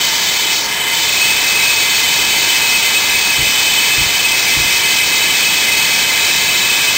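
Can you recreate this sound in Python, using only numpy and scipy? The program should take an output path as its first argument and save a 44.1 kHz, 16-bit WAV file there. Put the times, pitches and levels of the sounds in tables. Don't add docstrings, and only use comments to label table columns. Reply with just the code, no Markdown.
import sys
import numpy as np
from scipy import signal
from scipy.fft import rfft, irfft, next_fast_len
from scipy.io import wavfile

SR = 44100
rng = np.random.default_rng(int(sys.argv[2]) if len(sys.argv) > 2 else 0)


def wav_out(sig):
    wavfile.write(sys.argv[1], SR, np.round(np.clip(np.atleast_2d(sig).T, -1, 1) * 32767).astype(np.int16))


N = 307693

# pitch_hz, width_hz, level_db (relative within its group)
BARREL_MODES = [(1606, 43, -15.5), (1695, 63, -13), (1805, 58, -19), (2065.5, 35, -3.5), (2291, 25.6, -4.5),
                (2313, 48, -14), (2493, 17, -5), (2562, 50, 1.5), (2690, 43, -35), (2902, 32, -12.5),
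                (2937, 27, -14), (3059, 75, -4.5), (3203, 52, -19.5), (3350, 35, -9), (3405, 41, -16.5),
                (3538, 47, -7), (3560, 14, -20), (3680, 43, -14.5), (3725, 78, -13.5), (3873, 44, -6.5),
                (3963, 86, -12), (4020, 38, -14), (4190, 45, -12.5), (4364, 49, -11.5), (4414, 41, -5.5),
                (4526, 130, -13.5), (4650, 28, -13), (4893, 113, -17), (5010, 48, -11.5), (5140, 76, -11.5)]
GROUP_BORDERS_HZ = 2400, 2800
# (relative, per Hz)
HISS_COLOUR = [(1200, -35), (1550, -13.5), (1900, -3.5), (2400, 1.5), (2800, -7.5), (3500, -0.5),
               (4300, -3), (5300, -0.5), (5800, -4), (7000, -36)]
# (relative, per Hz)
RUMBLE_COLOUR = [(15, -20), (35, -25), (120, -11.5), (370, -8), (680, -9.5), (900, -6), (1200, -7.5),
                 (1450, -9), (1600, -10.5), (3000, -58)]
# pitch_hz, width_hz, level_db (rms at the start)
STAND_RESONANCES = [(887, 16, -38.5), (924.6, 38, -33.5), (443, 63, -51), (1080, 110, -43)]
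# pitch_hz (average), level_db (rms, before it wanders)
GEAR_TONES = [(333, -51), (425, -45.5), (709, -45.5), (1437, -42.5), (1475, -54)]
# start_s, level_db (strength of the first contact, before softening)
THUMP_BLOWS = [(3.381, -20.5), (3.973, -20), (4.565, -20)]
# delay_s (after the first), level_db (relative)
CONTACTS = [(0, 0), (0.015, -7), (.034, -2), (.081, -4.5)]
# pitch_hz, level_db (relative), decay_s (time to fall 60 dB)
THUMPED_MODES = [(55, 0, 0.12), (109, -1.5, .09), (142, -3, 0.16), (312, -4.5, 0.15)]

# level_db (steady rms), early_change_db (before the listener moves into the open)
HISS_BALANCE = (-18.5, 0.1)
RUMBLE_BALANCE = (-28, -1.6)
GROUND_BALANCE = (-41, -3.5)
# level_db, early_change_db
BARREL_BALANCE = [(-23, -1.5), (-18.5, -8.5), (-16.5, -1.3)]
OPENING_TIMES_S = 1, 1.19

STAND_FADE_DB_PER_S, LOW_MODES_RISE_DB_PER_S = 0.5, 0.35

COVER_S, COVERED_S, CLEARING_S, CLEAR_S = 0.528, 0.65, 0.86, 0.974
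BENT_SHARE = 0.43
COVERED_GAIN_DB = 1.5
NOTCH_FROM_HZ, NOTCH_TO_HZ, NOTCH_TOP_S = 2300, 5450, 0.86

SAMPLE_RATE_HZ, CLOCK_PHASE_STEPS = 11026, 0.2
CUTOFF_HZ = 15760


def from_db(db):
    return 10 ** (np.asarray(db) / 20)


def rms_one(x):
    return x / np.sqrt(np.mean(x ** 2) + 1e-20)


def ramp(times_s, values):
    return np.interp(np.arange(N) / SR, times_s, values)


def level_db(balance):
    steady_db, early_change_db = balance
    return steady_db + ramp(OPENING_TIMES_S, [early_change_db, 0])


def drift(rate_hz):
    step = 40
    r = np.exp(-2 * np.pi * rate_hz * step / SR)
    noise = rng.standard_normal(N // step + 2002)
    slow = signal.lfilter([1], [1, -2 * r, r * r], noise)[2000:]
    return np.interp(np.arange(N) / step, np.arange(len(slow)), rms_one(slow))


def coloured(colour):
    hz, db = np.transpose(colour)
    size = next_fast_len(N)
    bins_hz = np.maximum(np.fft.rfftfreq(size, 1 / SR), 1)
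    gain = from_db(np.interp(np.log(bins_hz), np.log(hz), db, left=-90, right=-90))
    spectrum = rfft(rng.standard_normal(size)) * gain
    return rms_one(irfft(spectrum, size)[:N])


def resonance(x, hz, width_hz):
    r = np.exp(-np.pi * width_hz / SR)
    top = (1 - r * r) / 2
    return signal.lfilter([top, 0, -top], [1, -2 * r * np.cos(2 * np.pi * hz / SR), r * r], x)


def ground():
    keep_low = signal.butter(2, [40.0, 250.0], "band", fs=SR, output="sos")
    low = signal.sosfilt(keep_low, rng.standard_normal(N))
    return from_db(level_db(GROUND_BALANCE)) * rms_one(low)


def motor():
    out = from_db(level_db(RUMBLE_BALANCE)) * coloured(RUMBLE_COLOUR)
    fade_db = STAND_FADE_DB_PER_S * np.arange(N) / SR
    for hz, width_hz, db in STAND_RESONANCES:
        ringing = rms_one(resonance(rng.standard_normal(N), hz, width_hz))
        out += from_db(db - fade_db) * ringing
    wavering_time_s = np.cumsum(1 + 0.004015 * drift(0.788)) / SR
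    for hz, db in GEAR_TONES:
        tone = np.sqrt(2) * np.sin(2 * np.pi * hz * wavering_time_s)
        out += from_db(db + 1.6 * drift(3.6)) * tone
    return out


def thumps():
    blows = np.full(N, 1e-18)
    for start_s, db in THUMP_BLOWS:
        for delay_s, contact_db in CONTACTS:
            blows[round((start_s + delay_s) * SR)] = -from_db(db + contact_db)
    soften = signal.butter(2, [35.0, 380.0], "band", fs=SR, output="sos")
    soft_blows = signal.sosfilt(soften, blows)
    out = np.zeros(N)
    for k, (hz, db, decay_s) in enumerate(THUMPED_MODES):
        r = from_db(-60 / (decay_s * SR))
        w = 2 * np.pi * hz / SR
        sign = (-1) ** k
        strike = [0, from_db(db) * np.sin(w)]
        out += sign * signal.lfilter(strike, [1, -2 * r * np.cos(w), r * r], soft_blows)
    return out


def cutting_hiss():
    return from_db(level_db(HISS_BALANCE) + 1.3 * drift(21.0)) * coloured(HISS_COLOUR)


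def barrel():
    groups = np.zeros((3, N))
    grit = rng.standard_normal((2, N))
    for k, (hz, width_hz, db) in enumerate(BARREL_MODES):
        once = resonance(grit[k % 2], hz, 1.43 * width_hz)
        mode = resonance(once, hz, 1.43 * width_hz)
        group = np.searchsorted(GROUP_BORDERS_HZ, hz)
        groups[group] += from_db(db + 1.26 * drift(2.15)) * mode
    low_db, middle_db, high_db = [level_db(balance) for balance in BARREL_BALANCE]
    low_db = low_db + LOW_MODES_RISE_DB_PER_S * np.arange(N) / SR
    low, middle, high = [rms_one(group) for group in groups]
    return from_db(low_db) * low + from_db(middle_db) * middle + from_db(high_db) * high


def shaded(x):
    cover = ramp([COVER_S, COVERED_S, CLEARING_S, CLEAR_S], [0, 1, 1, 0])
    notch_hz = ramp([COVER_S, NOTCH_TOP_S], [NOTCH_FROM_HZ, NOTCH_TO_HZ])
    delay_samples = SR / (2 * notch_hz)
    late = np.interp(np.arange(N) - delay_samples, np.arange(N), x)
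    share = BENT_SHARE * cover
    return from_db(COVERED_GAIN_DB * cover) * (x + share * late) / (1 + share)


def scene():
    cutting = shaded(cutting_hiss() + barrel())
    mono = ground() + motor() + thumps() + cutting
    return np.array([mono, mono])


def record(dry):
    ceiling = 0.53
    loud = from_db(1.5) * dry / ceiling
    clipped = ceiling * loud / (1 + np.abs(loud) ** 5) ** (1 / 5)
    before_sampling = signal.cheby1(8, 0.5, 5600, fs=SR, output="sos")
    band = signal.sosfilt(before_sampling, clipped)
    tick = np.floor(np.arange(N) * SAMPLE_RATE_HZ / SR + CLOCK_PHASE_STEPS)
    taken_at = tick * SR / SAMPLE_RATE_HZ
    held = np.array([np.interp(taken_at, np.arange(N), side) for side in band])
    cut_top = signal.ellip(12, 0.3, 60, CUTOFF_HZ, fs=SR, output="sos")
    return signal.sosfilt(cut_top, held)


dry = scene()
out = record(dry)
wav_out(out)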